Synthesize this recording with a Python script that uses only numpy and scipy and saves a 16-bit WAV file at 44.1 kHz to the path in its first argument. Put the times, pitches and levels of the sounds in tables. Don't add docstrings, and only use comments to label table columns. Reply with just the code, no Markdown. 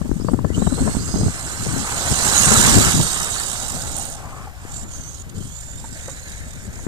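import sys
import numpy as np
from scipy import signal
from scipy.fft import rfft, irfft, next_fast_len
from scipy.io import wavfile
from scipy.ndimage import uniform_filter1d, map_coordinates

SR = 44100
rng = np.random.default_rng(int(sys.argv[2]) if len(sys.argv) > 2 else 0)


def wav_out(sig):
    wavfile.write(sys.argv[1], SR, np.round(np.clip(np.atleast_2d(sig).T, -1, 1) * 32767).astype(np.int16))


N = 303187
T = np.arange(N) / SR


def amp(db):
    return 10 ** (np.asarray(db) / 20)


def unit(x):
    return x / np.sqrt(np.mean(np.atleast_2d(x).mean(0) ** 2))


def along(points, hz):
    f, v = np.transpose(points)
    return np.interp(np.log(hz + 1), np.log(f + 1), v)


def curves(rows):
    s, *cols = np.transpose(rows)
    return [np.interp(T, s, c) for c in cols]


def wobble(rate_hz, size=N):
    knots = rng.standard_normal(int(size * rate_hz / SR) + 4)
    return map_coordinates(knots, [T[:size] * rate_hz])


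def filtered(x, response):
    m = next_fast_len(N + SR // 4)
    return irfft(rfft(x, m) * response(np.fft.rfftfreq(m, 1 / SR)), m)[..., :N]


def sides(pan_db):
    left = amp(pan_db)
    return 2 * np.array([left, left ** 0]) / np.hypot(1, left)


def tilt(half_db):
    return amp([[half_db], [-half_db]])


def window(t0, t1, edge_s):
    return np.clip(np.minimum(T - t0, t1 - T) / edge_s + .5, 0, 1)


def fuzzy(hz, width_hz):
    turn = 2 * np.pi * np.cumsum(hz) / SR
    in_phase = wobble(width_hz, size=len(hz)) * np.cos(turn)
    quadrature = wobble(width_hz, size=len(hz)) * np.sin(turn)
    return unit(in_phase + quadrature)


# frequency in Hz, phase in radians (negative is late).
LAG = [(200, -.3), (1460, -1.2), (1890, -2.8), (2500, -3.1), (3530, -5), (14000, -13)]


def left_lag(hz):
    return np.exp(1j * along(LAG, hz))


# frequency in Hz, gain in dB.
MUFFLE = [(2000, 8), (3000, 1.5), (4200, -34), (5500, -19), (7500, -24), (9500, -34), (11000, -5.5),
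          (14000, -7)]


def left_muffle(hz):
    return amp(along(MUFFLE, hz))


# frequency in Hz, left-right likeness from 0 to 1.
ALIKE = [(300, 1), (700, 1), (1500, 0.75), (2500, 0.8), (3600, 0.8), (6000, .7), (11000, 0.4)]


def rush(spectrum, patchy_db, bins, frames):
    z = signal.stft(rng.standard_normal((2, N)), nperseg=512)[2]
    field = uniform_filter1d(rng.standard_normal(z.shape[1:]), int(bins), 0)
    field = uniform_filter1d(field, int(frames), 1)
    patches = amp(patchy_db * field / field.std())
    shared, separate = signal.istft(z * patches, nperseg=512)[1][:, :N]

    def gain(hz):
        return amp(along(spectrum, hz))

    def alike(hz):
        return np.clip(along(ALIKE, hz), 0, 1)

    left = filtered(shared, lambda hz: gain(hz) * alike(hz) * left_lag(hz))
    left += filtered(separate, lambda hz: gain(hz) * np.sqrt(1 - alike(hz) ** 2))
    return np.array([left, filtered(shared, gain)])


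# time in seconds, gear hiss in dB, tyre rush in dB.
DRIVE = [(0, -48, -54), (.31, -46, -53), (.44, -53, -53), (.57, -40, -47), (.88, -34.5, -39),
         (1.15, -36.5, -42), (1.9, -29.5, -33.5), (2.14, -23, -30.5), (2.45, -17, -23.5), (2.6, -14, -22),
         (2.89, -18, -24.5), (2.95, -19.5, -32.5), (3.15, -25, -32.5), (3.55, -28.5, -38.5),
         (4.0, -33.5, -41.5), (4.13, -36, -46.5), (4.23, -48, -45.5), (4.46, -49, -46.5),
         (4.53, -56, -51.5), (4.73, -39.5, -47), (5.05, -44, -51), (5.3, -43, -58), (5.9, -44.5, -52.5),
         (5.98, -40.5, -50.5), (6.25, -45, -48.5), (6.31, -40, -48), (6.45, -45.5, -51), (6.87, -45, -51)]
# start in seconds, end in seconds, drop in dB.
LIFTS = [(4.842, 4.881, 10.5), (4.878, 4.91, 4), (5.225, 5.293, 14), (5.305, 5.344, 15), (5.342, 5.364, 3),
         (6.672, 6.726, 5.5)]


def gear_level_db():
    drop_db = sum(db * window(t0, t1, 0.0086) for t0, t1, db in LIFTS)
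    return curves(DRIVE)[0] - drop_db


# time in seconds, turns per second, flare in dB before random scaling.
SHAFT = [(.5, 50, 1), (1.0, 56, 2), (2.3, 57, 1), (2.8, 64, 2.5), (3.31, 63, 3), (3.55, 60.5, 2),
         (3.83, 57.5, 1.5), (4.2, 59, 1.5), (4.65, 39.5, 1.5), (5.13, 40.5, 3.5), (5.48, 47, 2.5),
         (6.09, 44.5, 3), (6.4, 47.5, 3.5), (6.87, 44.5, 2.5)]


def flare():
    rate_hz, depth_db = curves(SHAFT)
    turn = 2 * np.pi * np.cumsum(rate_hz * (1 + .06 * wobble(15))) / SR
    uneven = 0.5 + 0.39 * wobble(25)
    return amp(depth_db * uneven * np.cos(turn))


# frequency in Hz, density in dB per Hz.
GEARS = [(2000, -57), (2700, -8), (4100, -5), (5500, -3.5), (6900, 3), (8400, 3), (10000, -8),
         (12400, -16.5), (14500, -14)]
# time in seconds, gears left-right in dB, chassis drone over the tyres in dB.
FACING = [(0, -14, -24), (.6, -20, -18), (2.2, -25, -2.5), (2.55, -6, -25), (2.9, -1.5, -12),
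          (3.2, -6.5, -8), (4.2, -6, 4), (4.9, -11, -6.5), (6.87, -10, -17)]
# time in seconds, centre in Hz, level over the hiss in dB.
RING = [(0, 7500, -32), (.6, 7600, -4.5), (.95, 8020, -2.5), (1.2, 7530, -11), (2.25, 7450, -26),
        (2.39, 6750, -1.5), (2.7, 7280, -39), (3.7, 7800, -25), (4.0, 6780, -5), (4.2, 7040, -25),
        (4.6, 6930, -27), (4.72, 7000, 1), (4.82, 7630, 2), (4.92, 6600, -1.5), (5.05, 6530, 2),
        (5.2, 6890, -2), (5.4, 7100, -11), (5.7, 7150, 2), (5.98, 7410, -6), (6.12, 6950, 1.5),
        (6.4, 7000, -7.5), (6.87, 6900, -4)]


def gears():
    chatter = flare() * amp(.8 * wobble(40) + 1.2 * wobble(300))
    hiss = chatter * rush(GEARS, patchy_db=3.1, bins=3, frames=5)
    ring_hz, ring_db = curves(RING)
    ring_tone = fuzzy(ring_hz + 130 * wobble(20), width_hz=850)
    ring = chatter * amp(2 * wobble(40) + ring_db) * ring_tone
    pan_db = curves(FACING)[0]
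    out = amp(gear_level_db()) * (hiss / hiss[1].std() + ring) * sides(pan_db)
    out[0] = filtered(out[0], left_muffle)
    return out


# frequency in Hz, density in dB per Hz.
TYRES = [(600, -2), (900, 1.5), (1250, 4), (1600, 3.5), (2000, 1), (2700, -5), (3600, -14), (6000, -17.5),
         (8000, -31)]
# frequency in Hz, gain in dB.
GROUND = [(300, -3), (600, 8), (1150, -9.5), (1700, 5.5), (2300, 5), (4000, -9)]
FAR_FROM_S, FAR_FADE_S = 5.32, 0.29
TREAD_PATCHY_DB = 2.2


def tyres():
    bumps = amp(0.53 * wobble(10) + 1.6 * wobble(120))
    churn = bumps * rush(TYRES, patchy_db=TREAD_PATCHY_DB, bins=1.5, frames=8)
    near = amp(curves(DRIVE)[1]) * unit(churn * tilt(1.8))
    hollow = filtered(near, lambda hz: amp(along(GROUND, hz)))
    far = np.clip((T - FAR_FROM_S) / FAR_FADE_S, 0, 1)
    return near + far * (hollow - near)


# frequency in Hz, density in dB per Hz.
CHASSIS = [(250, -12.5), (500, -9), (700, 0.5), (850, -0.5), (1100, -36)]


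def chassis():
    level_db = curves(DRIVE)[1] + curves(FACING)[1]
    drone = rush(CHASSIS, patchy_db=TREAD_PATCHY_DB, bins=2.2, frames=13)
    return amp(level_db) * unit(drone * tilt(1.2))


# time in seconds, level in dB, left-right in dB.
WIND = [(0, -34, 28), (.3, -30.5, 22), (.52, -28, 18), (.8, -23, 11), (.89, -24.5, 10), (.93, -31.5, -6),
        (.99, -31.5, -1), (1.08, -28.5, 18), (1.27, -22, -3), (1.32, -37, 10), (1.52, -41, -6),
        (1.77, -25, 19), (1.88, -40.5, 7), (2.36, -30.5, 5), (2.58, -19, 14), (2.71, -24.5, 1),
        (2.765, -17.5, 8), (2.95, -24, 3), (2.99, -18.5, 15), (3.05, -28, 11), (3.085, -36, 5),
        (3.4, -45, -3), (3.95, -35.5, 1), (4.1, -45.5, 6), (4.65, -48.5, 3), (5.2, -47, 12.5),
        (6.1, -47, 0.5), (6.6, -42.5, 12), (6.87, -44.5, 9)]
# centre in seconds, length in seconds, rise in dB.
PUFFS = [(2.12, 0.03, 15), (2.273, 0.046, 6.5), (4.253, 0.082, 13), (4.797, 0.15, 11.5), (4.994, 0.047, 12),
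         (5.205, 0.034, 9), (5.273, 0.028, 13), (5.385, 0.086, 17), (5.472, 0.094, 8), (5.777, 0.22, 6),
         (6.409, 0.058, 4), (6.694, 0.12, 7.5)]
# frequency in Hz, density in dB per Hz.
GUST = [(20, -12), (50, 0), (80, 2.5), (120, 4.5), (250, -2.5), (400, -11), (700, -28), (1500, -94),
        (3000, -79)]
# frequency in Hz, density in dB per Hz.
RUMBLE = [(20, -2.5), (40, 1.5), (90, 1.5), (160, -9), (300, -43), (600, -57)]
EDDY_DB, EDDY_HZ = 2, 14


def wind():
    base_db, pan_db = curves(WIND)
    puff_db = sum(rise_db * np.exp(-(2 * (T - s) / length_s) ** 2) for s, length_s, rise_db in PUFFS)
    db = base_db + puff_db
    lumps = amp(np.array([1.7 * wobble(22) + 3 * wobble(60) for _ in "LR"]))
    noise = filtered(lumps * rng.standard_normal((2, N)), lambda hz: amp(along(GUST, hz)))
    rumble = filtered(rng.standard_normal((2, N)), lambda hz: amp(along(RUMBLE, hz)))
    buffets = amp(db + EDDY_DB * wobble(EDDY_HZ)) * sides(pan_db) * noise / noise.std()
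    steady = amp(0.27 * db + [[-22], [-27]]) * rumble / rumble.std()
    return buffets + steady + pops(base_db)


# time in seconds, push in dB, snap over the push in dB, length in seconds,
# port (0 left, 1 right).
POPS = [(0.016, -7.5, -14.5, 0.0038, 0), (0.059, -20.5, -11.5, 0.013, 0), (0.094, -7, -24, 0.0024, 0),
        (0.115, -2.5, -12.5, 0.0034, 0), (0.161, -12, -34, 0.0096, 0), (0.2, -7.5, -17, 0.0016, 0),
        (0.221, -12, -29, 0.0034, 0), (0.248, -5.5, -20, 0.0022, 0), (0.27, -11.5, -31, 0.004, 0),
        (0.286, -8.5, -5.5, 0.0054, 0), (0.298, -14.5, -8, 0.0028, 0), (0.319, -9, -24, 0.0022, 0),
        (0.336, -0.5, -17.5, 0.0041, 0), (0.344, -2, -16, 0.0025, 0), (0.391, -10.5, -10, 0.0042, 0),
        (0.448, -4, -12.5, 0.0066, 0), (0.504, -5, -20, 0.002, 0), (0.578, -10, -12, 0.0055, 0),
        (0.602, -8, -22, 0.0034, 0), (0.622, -8, -11.5, 0.01, 0), (0.65, -12, -27, 0.0056, 0),
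        (0.671, -3, -13, 0.0092, 0), (0.723, -10.5, -15.5, 0.012, 0), (0.784, -25.5, -0.5, 0.033, 0),
        (0.812, -12, -32, 0.017, 1), (0.824, -12.5, -11, 0.0029, 0), (0.878, -17, -1.5, 0.012, 0),
        (0.95, -12, -12, 0.0074, 1), (0.969, -2.5, -25, 0.0027, 1), (1.143, -7.5, -14, 0.0075, 1),
        (1.091, -22, -8.5, 0.0077, 0), (1.16, -14.5, -6, 0.01, 0), (1.188, -16, -8, 0.0064, 0),
        (1.213, -22, 2.5, 0.0031, 0), (1.234, -15, -10, 0.0049, 0), (1.261, -18.5, -9.5, 0.014, 0),
        (1.282, -13, -8.5, 0.0063, 0), (1.666, -16, -6, 0.0054, 0), (1.765, -15.5, -9, 0.01, 0),
        (2.517, -8.5, -6, 0.011, 0), (2.774, -15, -7, 0.022, 0), (2.807, -11, -8, 0.014, 0),
        (2.978, -14, -8.5, 0.0062, 1), (3.001, -15.5, -3, 0.0053, 0), (5.385, -22, -18, 0.0062, 0)]
SMALL_PER_S, RIGHT_SHARE = 12, 0.27
SMALL_DB, SMALL_SPREAD_DB, SMALL_SNAP_DB = 11, 2, -17
SMALL_MEDIAN_S = 0.007


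def all_pops(wind_db):
    count = int(SMALL_PER_S * N / SR)
    u, g = rng.random((count, 2)), rng.standard_normal((count, 3))
    s = u[:, 0] * T[-1]
    push_db = np.interp(s, T, wind_db) + SMALL_DB + SMALL_SPREAD_DB * g[:, 0]
    snap_db = SMALL_SNAP_DB + SMALL_SPREAD_DB * g[:, 1]
    length_s = SMALL_MEDIAN_S * 1.8 ** g[:, 2]
    port = u[:, 1] < RIGHT_SHARE
    return np.vstack([POPS, np.transpose([s, push_db, snap_db, length_s, port])])


# frequency in Hz, density in dB per Hz.
SNAP = [(150, -20), (350, 0), (700, -5), (1000, -12), (1600, -21), (2300, -38), (4000, -60)]
WAKE_DB, WAKE_S = -6.5, 0.015
WAKE_BASE_HZ = 74


def pops(wind_db):
    out = np.zeros((2, N))
    snap = filtered(rng.standard_normal(N), lambda hz: amp(along(SNAP, hz)))
    for s, push_db, snap_db, length_s, port in all_pops(wind_db):
        pitch, phase = rng.random(2)
        near = slice(max(round((s - .05) * SR), 0), round((s + .05) * SR))
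        t = T[near] - s
        swing = np.cos(2 * np.pi * ((150 + 120 * pitch) * t + 0.18 * phase))
        push = np.exp(-(t / (np.where(t < 0, .4, 1.1) * length_s)) ** 2) * swing
        after = np.maximum(t, 0)
        wake = np.sin(2 * np.pi * WAKE_BASE_HZ * (.6 + phase) * after)
        wake *= amp(WAKE_DB) * np.exp(-(after / WAKE_S) ** 2)
        burst = np.exp(-(t / (np.where(t < 0, .35, .75) * length_s)) ** 2) * snap[near]
        burst *= np.sqrt(length_s * SR / np.sum(burst ** 2))
        out[round(port), near] += amp(push_db) * (push + wake + amp(snap_db) * burst)
    return out


# frequency in Hz, density in dB per Hz.
AIR = [(200, -51), (500, 5), (1700, -0.5), (3000, -7), (14000, -18.5)]


def evening_air():
    return amp(-52) * unit(rush(AIR, patchy_db=2, bins=6, frames=12))


# centre in seconds, pitch in Hz, length in seconds, level in dB.
SQUEAKS = [(0.22, 4960, 0.033, -42), (0.286, 4650, 0.042, -45), (0.323, 9200, 0.014, -37),
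           (0.458, 4750, 0.017, -47), (0.027, 1720, 0.019, -53), (0.478, 1730, 0.042, -53),
           (0.51, 1980, 0.046, -51), (1.015, 4870, 0.063, -34.5), (1.157, 4930, 0.19, -33),
           (1.16, 6400, 0.33, -33.5), (3.119, 8570, 0.15, -28), (3.43, 8870, 0.1, -37)]


def squeaks():
    out = np.zeros(N)
    for s, hz, length_s, db in SQUEAKS:
        near = slice(round((s - length_s) * SR), round((s + length_s) * SR))
        t = T[near] - s
        out[near] += amp(db) * np.exp(-(2 * t / length_s) ** 2) * fuzzy(hz + 0 * t, width_hz=.085 * hz)
    return out


# time in seconds, pitch in Hz, level over the hiss in dB, octave over the hiss in dB.
WHINE = [(.5, 2701, -30, -25), (.535, 2910, -8, -12), (.552, 2990, 9, -9), (.562, 3100, -9, -5),
         (.585, 3590, -10, 4), (.605, 3880, -8, 2), (.63, 3930, 0, -3), (.7, 3920, -1.5, 1),
         (.8, 4200, -5, -12), (.86, 4150, -9, 4), (.95, 4280, -7, -13), (1.27, 4096, -11, 2.5),
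         (2.2, 4064, -10, -40), (2.9, 3850, -15.5, -39), (4.1, 3865, -21, -20), (4.3, 3590, -27, -23.5),
         (4.9, 3110, -32, -18), (5.05, 3030, -16, 1), (5.21, 3390, -17, -6), (5.39, 3120, -10, -18),
         (5.5, 3270, -8, -6), (5.56, 3580, -11, 7.5), (5.76, 3650, -8, -2), (5.9, 3700, -16, -4),
         (6.07, 3750, -7, -4), (6.16, 3910, -8, -10), (6.26, 4170, -6, -15), (6.29, 3860, -1, -12),
         (6.36, 3850, -12, -20), (6.6, 3650, -5, -25), (6.7, 3600, -28, -30)]


def whine():
    hz, db, octave_db = curves(WHINE)
    hz = hz * (1 + .01 * wobble(40))
    mesh = amp(db) * fuzzy(hz, width_hz=270)
    mesh += amp(octave_db) * fuzzy(2 * hz, width_hz=600)
    return mesh * amp(gear_level_db() + 2.6 * wobble(55))


# time in seconds, pitch in Hz, level over the hiss in dB.
PINION = [(2.749, 3850, -25), (2.95, 3810, -12), (3.299, 3785, -9.5), (3.7, 3830, -14), (4.1, 3870, -17),
          (4.2, 3740, -35)]


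def pinion():
    hz, db = curves(PINION)
    rolling = window(PINION[0][0], PINION[-1][0], .05)
    return amp(gear_level_db() + db) * rolling * fuzzy(hz, width_hz=180)


# start in seconds, level in dB, ring in Hz.
GRIT = [(3.6504, -27, 7700), (3.665, -26, 8820), (3.6814, -22, 8890), (3.6992, -24, 8910),
        (3.7174, -20, 7550), (3.7803, -26, 8200), (3.8043, -27, 7900), (3.8215, -22, 8100),
        (3.8661, -35, 8230), (3.913, -23, 8380), (3.925, -26, 7740), (3.9649, -19, 8910),
        (3.981, -16.5, 8910), (3.9954, -20, 8500), (4.0253, -23, 7630), (4.0334, -27, 8880),
        (4.0516, -22, 8750), (4.0644, -27, 8910), (4.0814, -28, 8930), (4.0986, -26, 8870),
        (4.112, -29, 8670), (4.1295, -31, 9000), (4.1464, -30, 8980)]
GRIT_S, GRIT_BROAD_DB = 0.0024, -14


def grit():
    out, t = np.zeros(N), T[:SR // 50]
    for s, db, hz in GRIT:
        spit = np.diff(rng.standard_normal(len(t) + 1))
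        shape = t / GRIT_S * np.exp(1 - t / GRIT_S)
        click = fuzzy(hz + 0 * t, width_hz=580) + amp(GRIT_BROAD_DB) * spit
        out[round(s * SR):][:len(t)] += amp(db) * shape ** 2 * click
    return out


def drive_tones():
    mesh = squeaks() + whine() + pinion() + grit()
    left = filtered(mesh, lambda hz: left_muffle(hz) * left_lag(hz))
    return np.array([left, mesh])


MOAN_S, MOAN_HZ, MOAN_DB = (4.22, 4.46), (1060, 1170), -43.5


def moan():
    hz = np.interp(T, MOAN_S, MOAN_HZ) * (1 + .06 * wobble(30))
    broken = amp(MOAN_DB + 2.5 * wobble(45)) * window(*MOAN_S, .02)
    return broken * fuzzy(hz, width_hz=360) * tilt(1.8)


def thud(hz, length_s, rattle_share):
    t = T[:SR // 12]
    band = signal.butter(4, [600 / SR, 3600 / SR], "band")
    rattle = signal.lfilter(*band, rng.standard_normal(len(t)))
    swing = np.sin(2 * np.pi * hz * t) * np.exp(-t / length_s)
    x = (swing + rattle_share * rattle) * np.exp(-(t / length_s) ** 2) * (1 - np.exp(-t / 0.0009))
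    return x / abs(x).max()


# start in seconds, peak in dB before
# panning, pitch in Hz, length in seconds, # rattle share, left-right in dB.
KNOCKS = [(4.471, -28.5, 800, 0.012, 0.57, 0), (4.651, -24, 314, 0.004, 0.25, 26),
          (5.841, -30, 905, 0.017, 1, -6), (6.081, -25.5, 541, 0.026, 1.4, 2.0),
          (6.789, -34.5, 928, 0.012, 1.7, 3), (6.866, -11.5, 255, 0.0039, 0.29, 29)]


def handling():
    out = np.zeros((2, N + SR))
    for s, peak_db, hz, length_s, rattle_share, pan_db in KNOCKS:
        x = thud(hz, length_s, rattle_share)
        gains = amp(peak_db) * sides(pan_db)[:, None] / np.sqrt(2)
        out[:, round(s * SR):][:, :len(x)] += gains * x
    return out[:, :N]


def scene():
    truck = gears() + tyres() + chassis() + drive_tones() + moan()
    return truck + wind() + evening_air() + handling()


TOP_HZ = 14567


def record(dry):
    x = dry + amp(-52.5) * rng.standard_normal(dry.shape)
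    x = x / (1 + abs(x) ** 8) ** (1 / 8)
    return filtered(x, lambda hz: hz < TOP_HZ)


dry = scene()
out = record(dry)
wav_out(out)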